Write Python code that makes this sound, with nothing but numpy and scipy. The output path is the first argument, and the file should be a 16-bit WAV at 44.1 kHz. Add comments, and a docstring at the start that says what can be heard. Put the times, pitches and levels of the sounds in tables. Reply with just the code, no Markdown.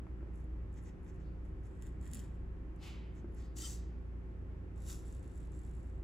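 """A ventilated room, where a small servo robot arm writes on a whiteboard on a desk. Its servos twitch in short
strokes that rub, crackle and catch; a loaded joint creaks and snaps. The arm lifts the marker with a quick rasp
of gears, swings back, and its servos chatter while they hold the pose. Rubs and rasps are streams of tiny slips
ringing the parts they strike. Soft knocks sound through the desk, and behind it all fans hum and air rushes. A
pair of microphones hears it from close by."""
import sys
import numpy as np
from scipy import signal
from scipy.fft import rfft, irfft, next_fast_len
from scipy.io import wavfile

SR = 44100
rng = np.random.default_rng(int(sys.argv[2]) if len(sys.argv) > 2 else 0)


def wav_out(sig):
    """Save sig, one row per channel (or a flat mono array), as 16-bit PCM at SR to the path in sys.argv[1]."""
    wavfile.write(sys.argv[1], SR, np.round(np.clip(np.atleast_2d(sig).T, -1, 1) * 32767).astype(np.int16))


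N = 266131
TIME = np.arange(N) / SR

# hollow note of the gear case: f/Hz, level/dB
GEAR_CASE = [(700, -18), (1100, -10), (1550, -7.5), (1850, -4), (2020, -5), (2300, -9.5), (3000, -16.5),
             (8000, -40.5)]
# resonances and dips of the gear cases and brackets: f/Hz, width/Hz, boost/dB
BRACKET_MODES = [(1300, 200, 5), (1620, 220, -4), (1950, 240, 3.5), (2430, 200, -4), (3090, 220, 6),
                 (3330, 120, -3), (3630, 200, 2.5), (4850, 400, 5), (5300, 200, -5), (5750, 400, 4),
                 (6600, 200, 4), (7150, 250, -2), (7600, 200, 4), (8400, 400, 3)]
# resonances of the moving arm: f/Hz, width/Hz, boost/dB
ARM_MODES = [(1300, 300, 4), (1950, 250, 2), (3650, 400, 2), (4800, 400, 3), (5250, 200, -1),
             (5760, 380, 8), (7580, 250, 1), (8500, 600, 2)]


def twitches():
    """Servo twitches: each crackles as it sets off, then rubs while the gear case buzzes; it catches and sings
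    faintly."""
    # servo twitches: t/s, hold/s, rub level/dB, crackle level/dB, crackle lead/s
    strokes = [(0.352, 0.065, -86.5, -81, 0.012), (0.775, 0.013, -72, -82.5, 0.034),
               (0.859, 0.035, -72.5, -84, 0.048), (1.083, 0.018, -74.5, -83.5, 0.05),
               (1.148, 0.015, -87, -90, 0.005), (1.205, 0.022, -83.5, -102, 0.005),
               (1.458, 0.0055, -86, -82, 0.003), (1.65, 0.025, -80, -83, 0.006),
               (3.168, 0.029, -77, -92, 0.026), (3.375, 0.035, -73.5, -84.5, 0.052),
               (3.428, 0.03, -76, -89, 0.005)]
    # a twitch sings as it slows: t/s, hold/s, level/dB
    squeaks = [(1.262, 0.016, -84), (3.415, 0.053, -79)]
    # the twitching gears catch hard: t/s, level/dB
    catches = [(0.3561, -67), (0.4409, -65), (0.7286, -63), (0.741, -59), (0.8264, -63), (0.8365, -57.5),
               (1.046, -64), (1.142, -73), (1.6561, -62), (2.7613, -64), (3.153, -66), (3.159, -69),
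               (3.3468, -62)]
    # colours of the rubbing, crackling and singing: f/Hz, level/dB
    rub_colour = [(400, -29), (1000, -17), (1950, 3.5), (2500, -3.5), (3500, -6), (4700, -10.5), (5600, -2),
                  (7000, -0.5), (8300, -4), (9700, -19), (11000, -20), (13500, -26), (15500, -23)]
    crackle_colour = [(2000, -30), (5000, -26), (7000, 2.5), (9000, 1), (9800, -2), (11100, 5.5),
                      (12300, -26), (14500, -8), (15800, -60)]
    squeak_colour = [(2000, -12), (4200, 0), (4950, 1), (5700, -13), (9000, -20)]
    sliding = swells([(s, hold, db) for s, hold, db, _, _ in strokes], rise_s=0.036, fall_s=0.029)
    grips = [(s - lead, hold + lead, db) for s, hold, _, db, lead in strokes]
    gripping = swells(grips, rise_s=0.025, fall_s=0.04)
    singing = swells(squeaks, rise_s=0.093, fall_s=0.11)
    grit = slips(per_s=830, spread_db=4.4, share=0.15, slip_s=0.00076)
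    rub = sliding * (body(grit, rub_colour) + amp(2) * unit(body(grit, GEAR_CASE)))
    crackle = gripping * body(slips(per_s=220, spread_db=4.5, share=0.74, slip_s=0.001), crackle_colour)
    squeak = singing * body(slips(per_s=900, spread_db=3.9, share=0.15, slip_s=0.0004), squeak_colour)
    clicks = ticks(catches, crackle_colour, decay_s=0.00057)
    return amp(-1.2) * rub + amp(-4.5) * crackle + amp(1.5) * squeak + amp(-1.5) * clicks


def drag():
    """The tip drags across the board in one longer, duller scrape."""
    # colour of the scraped board: f/Hz, level/dB
    board_colour = [(300, -27), (700, -0.5), (1300, -2.5), (1800, -5.5), (2400, 5.5), (3300, 0), (4800, -3),
                    (5700, -8.5), (7500, -7), (9000, -11), (10500, -16.5), (13300, -15), (15500, -26)]
    pressure = swell(2.828, hold_s=0.054, db=-63.5, rise_s=0.033, fall_s=0.08)
    grit = slips(per_s=1700, spread_db=3.3, share=0.29, slip_s=0.00023)
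    return pressure * body(grit, board_colour, BRACKET_MODES, ring=0.45)


def joint():
    """A loaded joint creaks, its gear case buzzes, its teeth snap, and the desk thrums with the strain."""
    # spells of strain: t/s, hold/s, creak level/dB, buzz level/dB
    creaks = [(1.698, 0.14, -81.5, -83), (1.83, 0.046, -70.5, -71), (2.029, 0.21, -68, -69),
              (2.15, 0.038, -58.5, -86), (2.342, 0.017, -83, -90)]
    # gear teeth snapping through their play: t/s, level/dB
    snaps = [(1.8232, -50), (1.8345, -60), (1.868, -55.5), (2.0133, -55), (2.0288, -58), (2.0767, -55),
             (2.1151, -48), (2.1345, -39), (2.146, -41), (2.1526, -42.5), (2.171, -50), (2.1929, -49),
             (2.1985, -53), (3.5858, -40), (4.8782, -49), (4.904, -45)]
    # colours of the creak, the snaps and the thrum: f/Hz, level/dB
    creak_colour = [(300, -52), (1000, -16.5), (1900, -6.5), (2300, -5), (3000, -5.5), (4500, -11),
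                    (6400, -10.5), (7050, -3.5), (8700, -1), (9500, -9), (10500, -12), (12000, -17),
                    (14500, -12), (15300, -19), (15900, -38)]
    snap_colour = [(400, -35), (1200, -17), (2200, -14), (3000, -6), (4500, -14.5), (6200, -7), (7050, 2),
                   (7800, 1), (8600, 3), (9600, -4), (10700, -1), (12000, -8), (15800, -10)]
    thrum_colour = [(90, -22), (150, 3), (190, 0), (250, -3.5), (320, -15.5), (600, -42), (3000, -77)]
    # ring of the loaded joint: f/Hz, width/Hz, boost/dB
    joint_modes = [(1900, 300, 4), (3100, 350, 4), (5300, 900, 1.5), (6500, 500, -3), (7090, 190, 8),
                   (7720, 260, 3)]
    rise_s, fall_s = 0.035, 0.076
    strain = swells([(s, hold, db) for s, hold, db, _ in creaks], rise_s, fall_s)
    buzzing = swells([(s, hold, db) for s, hold, _, db in creaks], rise_s, fall_s)
    thrumming = swell(2.107, hold_s=0.1, db=-56.5, rise_s=0.11, fall_s=0.11)
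    teeth = slips(per_s=400, spread_db=2.1, share=0.51, slip_s=0.00064)
    creak = strain * body(teeth, creak_colour, joint_modes)
    buzz = buzzing * unit(body(teeth, GEAR_CASE))
    thrum = thrumming * unit(body(teeth, thrum_colour))
    clicks = ticks(snaps, snap_colour, decay_s=0.00042, modes=joint_modes)
    return amp(-4.5) * creak + buzz + thrum + amp(2.5) * clicks


def lift():
    """Fast-running teeth merge into a rasp that grows with speed; at full speed the brackets ring."""
    # colour of the lifting gears: f/Hz, level/dB
    rasp_colour = [(300, -36), (700, -16.5), (1300, -15.5), (2400, -14), (3700, -11), (4400, -8.5),
                   (5400, -6.5), (6600, -3), (8000, -0.5), (9000, -5.5), (9700, -8.5), (11000, -12),
                   (12200, -13.5), (13400, -5), (14700, -24), (15700, -18)]
    teeth = slips(per_s=1300, spread_db=1.9, share=0.3, slip_s=0.0004)
    speed = lift_speed()
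    effort = swell(3.569, hold_s=0.17, db=-56.5, rise_s=0.013, fall_s=0.068) * amp(5 * speed)
    ringing = body(teeth, rasp_colour, BRACKET_MODES, ring=1.25)
    damped = body(teeth, rasp_colour, BRACKET_MODES, ring=0.44)
    blend = speed ** 3.3
    return effort * (blend * ringing + (1 - blend) * damped)


def lift_speed():
    """Speed of the lifting motor, 0-1: one smooth arch."""
    fastest_s, width_s = 3.649, 0.036
    return np.exp(-0.5 * ((TIME - fastest_s) / width_s) ** 2)


def gear_whine():
    """Meshing gears sing rough tones, mostly to the left, that rise and swell with the lift's speed."""
    # gear tones at full speed: f/Hz, width/Hz, level/dB, left over right/dB
    tones = [(1330, 60, -65.5, 4), (1960, 80, -65, 1), (3100, 95, -56.5, 10), (3630, 90, -68, 2),
             (4790, 110, -62, 4), (5010, 90, -58, 2), (5760, 150, -63, 7), (6620, 110, -64, 4),
             (7630, 90, -65, 0), (8070, 90, -63, 0)]
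    sag, roughness = 0.07, 0.7
    speed, out = lift_speed(), np.zeros((2, N))
    pitch = 1 - sag * (1 - speed)
    for hz, width, db, left_db in tones:
        tone = np.sin(2 * np.pi * np.cumsum(hz * pitch + width / 2 * drift(300)) / SR)
        rough = unit(tone * (1 + roughness * drift(250)))
        out += amp([[db + left_db / 2], [db - left_db / 2]]) * rough
    return speed ** 3.6 * out


def swing():
    """The arm swings back with a shorter, brighter rasp, then settles."""
    # the swing and its settling: t/s, hold/s, level/dB
    moves = [(4.897, 0.022, -56.7), (5.075, 0.048, -80)]
    # colour of the swinging gears: f/Hz, level/dB
    rasp_colour = [(300, -39), (750, -11), (1200, -6), (1800, -8), (2400, -9.5), (3600, -5), (4500, -8.5),
                   (5600, -4.5), (6300, -4.5), (7100, 2), (8800, 1.5), (9400, -6), (10900, -2), (12500, -8),
                   (14500, -8), (15600, -19)]
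    teeth = slips(per_s=820, spread_db=1.6, share=0.62, slip_s=0.00024)
    return swells(moves, rise_s=0.074, fall_s=0.11) * body(teeth, rasp_colour, ARM_MODES)


def servo_chatter():
    """Servos hold the pose: each unevenly paced nudge ticks in the gears, over a faint whirr."""
    # spells of chatter: t/s, hold/s, level/dB
    spells = [(4.762, 0.13, -77), (5.05, 0.12, -73.5), (5.228, 0.23, -77), (5.526, 0.17, -76.5),
              (5.735, 0.16, -80.5), (5.942, 0.005, -86.5)]
    # the hardest nudges: t/s, level/dB
    hard_nudges = [(4.7591, -69), (4.804, -59), (4.8209, -55), (5.0624, -62), (5.0794, -57), (5.1253, -55),
                   (5.147, -59), (5.1941, -60), (5.2285, -60), (5.2784, -60.5), (5.3567, -59),
                   (5.3782, -59), (5.403, -59), (5.4306, -63), (5.5189, -60), (5.5922, -57), (5.6346, -62),
                   (5.666, -67), (5.712, -58)]
    # colours of a nudge and of the whirr: f/Hz, level/dB
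    nudge_colour = [(2000, -26), (5800, -14), (6800, -1), (7700, 5), (8800, -4), (10200, 1), (11500, -20),
                    (14700, -15), (15800, -22)]
    whirr_colour = [(300, -48), (1200, -16.5), (3000, -8), (3700, -8), (4900, -12.5), (6200, -11),
                    (7600, -3.5), (9900, -4.5), (11400, -22), (13200, -1), (14200, -23), (15000, -23),
                    (15800, -38)]
    # ring of a nudged gear: f/Hz, width/Hz, boost/dB
    gear_modes = [(7520, 260, 4), (7950, 260, 4)]
    nudges_per_s, jitter, range_db = 70, 0.45, 12
    count = np.cumsum(nudges_per_s * (1 + jitter * drift(30))) / SR
    kicks = np.diff(np.floor(count), prepend=0) * amp(-range_db * rng.random(N))
    nudges = amp(-3.5) * body(bursts(kicks, decay_s=0.00079), nudge_colour, gear_modes)
    teeth = slips(per_s=330, spread_db=1.4, share=0.49, slip_s=0.00021)
    whirr = amp(-3.6) * body(teeth, whirr_colour, ARM_MODES, ring=0.34)
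    jolts = amp(1) * ticks(hard_nudges, nudge_colour, decay_s=0.00058, modes=gear_modes)
    return swells(spells, rise_s=0.0094, fall_s=0.089) * (nudges + whirr) + jolts


def desk_knocks():
    """Soft knocks ring the desk top briefly."""
    # knocks: t/s, peak level/dB
    knocks = [(0.208, -45), (0.2285, -41), (0.275, -45.5), (3.2435, -37), (3.278, -48)]
    # modes of the desk top: f/Hz, level/dB, t60/s
    desk_modes = [(347, 19.5, 0.04), (424, 6.5, 0.08), (542, 4, 0.023), (806, 0.5, 0.013), (1320, 4, 0.013),
                  (1720, -1, 0.008)]
    out, t = np.zeros(N), np.arange(SR // 5) / SR
    ring = sum(amp(db - 60 * t / t60) * np.sin(2 * np.pi * hz * t) for hz, db, t60 in desk_modes)
    ring *= 1 - np.exp(-t / 0.0027)  # a padded contact builds up slowly
    for s, db in knocks:
        add(out, s, amp(db) * ring / abs(ring).max())
    return out


def light_taps():
    """Light taps ring the arm's frame; three more fall on the first desk knocks and give them a brighter edge."""
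    # taps, and the bright edge of three desk knocks: t/s, peak level/dB
    taps = [(0.068, -50.5), (0.2075, -55), (0.229, -58), (0.2735, -56), (1.065, -56.5)]
    # colour of the frame: f/Hz, level/dB
    frame_colour = [(300, -5), (900, 10), (1500, 12.5), (2200, 5), (3500, -8), (7000, -21), (12000, -32)]
    return ticks(taps, frame_colour, decay_s=0.00041)


def hum():
    """Fan and motor tones waver in strength and phase; thin whines reach the two sides out of step."""
    # two fan rotors and their orders, then motor tones: f/Hz, level/dB, waver/0-1
    fan_tones = [(29, -79.5, 0.1), (34.9, -55.5, 0.51), (57.96, -46, 0.27), (68.06, -56.5, 0.4),
                 (86.6, -56, 0.35), (116.5, -62.5, 0.03), (141.3, -67, 0.5), (174.05, -60.5, 0.21),
                 (231.4, -77, 0.1), (247.4, -72.5, 0.1), (316.5, -66.5, 0.7), (377.8, -66.5, 0.05),
                 (520.5, -76, 0.26)]
    # whines of motors and electronics: f/Hz, level/dB, waver/0-1, right lag/rad
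    whines = [(862, -84, .2, 0), (1077, -84.5, .2, 0), (1291, -89, .2, 0), (1345, -89, .2, 0),
              (1786.6, -78, .05, 2.5), (1938, -87, .2, 1.5)]
    out = np.zeros((2, N))
    for hz, db, waver, lag in [(*row, 0) for row in fan_tones] + whines:
        steady = np.exp(2j * np.pi * rng.random())
        loose = (drift(7) + 1j * drift(7)) / np.sqrt(2)
        tone = ((1 - waver) * steady + waver * loose) * np.exp(2j * np.pi * hz * TIME)
        out += amp(db) * unit(np.array([tone.real, (tone * np.exp(-1j * lag)).real]))
    return out * amp([[-0.3], [0.3]])  # a touch to the right


def ventilation():
    """Moving air lays a wide, dark rush under the scene."""
    # colour of the rush: f/Hz, level per Hz/dB
    rush_colour = [(14, -112), (26, -100), (52, -75), (100, -72), (170, -80.5), (330, -81.5), (420, -87),
                   (600, -95), (1000, -99), (1600, -103), (2700, -111), (4000, -122), (8500, -127),
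                   (12000, -133), (15000, -141)]
    # how alike left and right hear the air: f/Hz, likeness/0-1
    air_likeness = [(40, 0.6), (125, 0.76), (300, 0.71), (550, 0.25), (1200, 0.08), (2400, 0.46), (3400, 0),
                    (4600, 0.03), (5600, 0), (7000, 0.04), (9000, 0.98), (14000, 0.3)]
    gain = amp(read(rush_colour, np.fft.rfftfreq(N, 1 / SR))) * np.sqrt(SR / 2)
    rush = irfft(rfft(rng.standard_normal((2, N))) * gain, N)
    return stereo(rush, air_likeness)


def reflect(x):
    """Adds the first echoes off the board, desk and laptop."""
    # early reflections: delay/s, gain
    echoes = [(.0011, 0.17), (.0023, -0.13), (.0037, .17), (.0052, 0.22)]
    out = x.copy()
    for delay_s, gain in echoes:
        add(out, delay_s, gain * x)
    return out


def scatter(x, likeness):
    """Nearby surfaces ripple the phase at the right microphone, most where the two sides are unlike."""
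    ripple_hz, size = 399, next_fast_len(N, real=True)
    hz = np.fft.rfftfreq(size, 1 / SR)
    knots = rng.standard_normal(1024)
    ripple = unit(np.interp(hz / ripple_hz, np.arange(len(knots)), knots))
    spread = np.sqrt(-2 * np.log(np.clip(read(likeness, hz), 0.1, 1)))
    return irfft(rfft(x, size) * np.exp(1j * spread * ripple), size)[:N]


def lean_left(pair):
    """Pans the arm band by band, mostly to the left."""
    # balance of the arm: f/Hz, left over right/dB
    balance = [(300, -1), (900, 4.5), (2000, -3), (2900, 4), (4500, 5), (5700, 1.5), (6500, 9), (7200, 1),
               (8000, 0), (15000, -0.5)]
    half_db = read(balance, np.fft.rfftfreq(N, 1 / SR)) / 2
    return irfft(rfft(pair) * amp([half_db, -half_db]), N)


def room(x):
    """A diffuse tail in which the treble dies first."""
    # room decay: f/Hz, t60/s
    decay = [(250, 0.77), (2000, 0.96), (5000, 0.55), (8000, 0.33), (14000, 0.17)]
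    hz, t, noise = signal.stft(rng.standard_normal(SR), SR, nperseg=256)
    tail = signal.istft(noise * amp(-60 * t / read(decay, hz)[:, None]), SR, nperseg=256)[1]
    tail[:SR // 150] = 0  # pre-delay
    return signal.oaconvolve(x, tail / np.linalg.norm(tail))[:N]


def stereo(pair, likeness):
    """Blends two unrelated signals into left and right of the given likeness."""
    size = next_fast_len(N, real=True)
    left, other = rfft(pair, size)
    same = read(likeness, np.fft.rfftfreq(size, 1 / SR))
    right = same * left + np.sqrt(1 - same ** 2) * other
    return irfft(np.array([left, right]), size)[:, :N]


def slips(per_s, spread_db, share, slip_s):
    """Friction: tiny uneven slips carry a share of the power, the hiss of countless finer ones the rest."""
    sizes = amp(spread_db * np.minimum(rng.exponential(1, N), 3))
    kicks = sizes * (rng.random(N) < per_s / SR)
    return np.sqrt(share) * bursts(kicks, slip_s) + np.sqrt(1 - share) * unit(rng.standard_normal(N))


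def bursts(kicks, decay_s):
    """Each kick sets off a dying burst of noise; rms 1 overall."""
    envelope = signal.lfilter([1], [1, -np.exp(-1 / (decay_s * SR))], kicks)
    return unit(envelope * rng.standard_normal(N))


def ticks(rows, colour, decay_s, modes=()):
    """Single hard slips: a burst of a millisecond or two rings the part that it strikes."""
    out, t = np.zeros(N), np.arange(1024) / SR
    for s, db in rows:
        tick = body(rng.standard_normal(len(t)) * t * np.exp(-t / decay_s), colour, modes)
        add(out, s, amp(db) * tick / abs(tick).max())
    return out


def body(x, colour, modes=(), ring=1):
    """A ringing part: a broad colour plus resonances scaled by ring, set to a fixed power gain (about four)
    over 3-8.2 kHz."""
    hz = abs(np.fft.fftfreq(2048, 1 / SR))
    peaks_db = sum(db / (1 + (2 * (hz - f) / width) ** 2) for f, width, db in modes)
    gain = amp(read(colour, hz) + ring * peaks_db)
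    band = (hz > 3000) & (hz < 8200)
    gain /= np.sqrt(np.mean(gain ** 2 * band))
    response = np.fft.ifft(np.exp(np.conj(signal.hilbert(np.log(gain))))).real  # minimum phase
    return signal.oaconvolve(x, response[:len(hz) // 2])[:len(x)]


def swell(s, hold_s, db, rise_s, fall_s):
    """Gain of one movement: full at s, held, then released; each slope covers 20 dB in its time."""
    away = np.maximum(s - TIME, 0) / rise_s + np.maximum(TIME - s - hold_s, 0) / fall_s
    return amp(db - 20 * np.minimum(away, 10))


def swells(rows, rise_s, fall_s):
    """Gain of a series of movements; where they overlap, their powers add."""
    return np.sqrt(sum(swell(s, hold_s, db, rise_s, fall_s) ** 2 for s, hold_s, db in rows))


def drift(per_s):
    """Smooth random wandering, rms 1."""
    knots = rng.standard_normal(4096)
    return unit(np.interp(TIME * per_s, np.arange(len(knots)), knots))


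def amp(db):
    """Decibels to gain."""
    return 10 ** (np.asarray(db) / 20)


def unit(x):
    """Scales to rms 1."""
    return x / np.sqrt(np.mean(x ** 2) + 1e-20)


def read(points, hz):
    """Reads a table on a log-frequency axis."""
    f, value = np.transpose(points)
    return np.interp(np.log(hz + 1), np.log(f + 1), value)


def add(mix, s, sound):
    """Mixes a sound in at time s."""
    part = mix[round(s * SR):][:len(sound)]
    part += sound[:len(part)]


def scene():
    """The arm close by and slightly left, over the ventilation; the drag carries most into the room."""
    # how alike left and right hear the arm: f/Hz, likeness/0-1
    arm_likeness = [(300, .9), (1200, .75), (1900, .85), (2300, .35), (3000, .65), (3500, .85), (4100, .95),
                    (4900, .88), (5600, .45), (6600, .9), (9000, .96), (15500, .96)]
    details = [twitches(), joint(), servo_chatter(), desk_knocks() + light_taps()]
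    rasps, scrape = [lift(), swing()], drag()
    parts = [reflect(part) for part in details + rasps + [scrape]]
    left, right = sum(parts), sum(scatter(part, arm_likeness) for part in parts)
    near = lean_left(np.array([left, right])) + gear_whine()
    send = amp(-13.5) * sum(details) + amp(-10.5) * sum(rasps) + amp(-1.5) * scrape
    reverb = stereo(np.array([room(send), room(send)]), arm_likeness)
    return near + reverb + ventilation() + hum()


def record(dry):
    """The two microphones differ in phase, and the very top of the treble is cut."""
    # phase between the microphones: f/Hz, left lead/rad
    phase_lead = [(500, 0), (1000, .7), (1450, 1.2), (1650, 1.4), (1900, .7), (2400, .8), (2900, .7),
                  (4000, .2), (7000, 0), (9100, -3.14), (10900, -6.2), (11600, -6.3), (13000, -9.3),
                  (13700, -9.5), (14800, -12.5)]
    hz = np.fft.rfftfreq(N, 1 / SR)
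    right = irfft(rfft(dry[1]) * np.exp(-1j * read(phase_lead, hz)), N)
    lowpass = signal.firwin(511, cutoff=15800, window=("kaiser", 9), fs=SR)
    return signal.oaconvolve(np.array([dry[0], right]), lowpass[None], "same", axes=1)


dry = scene()
out = record(dry)
wav_out(out)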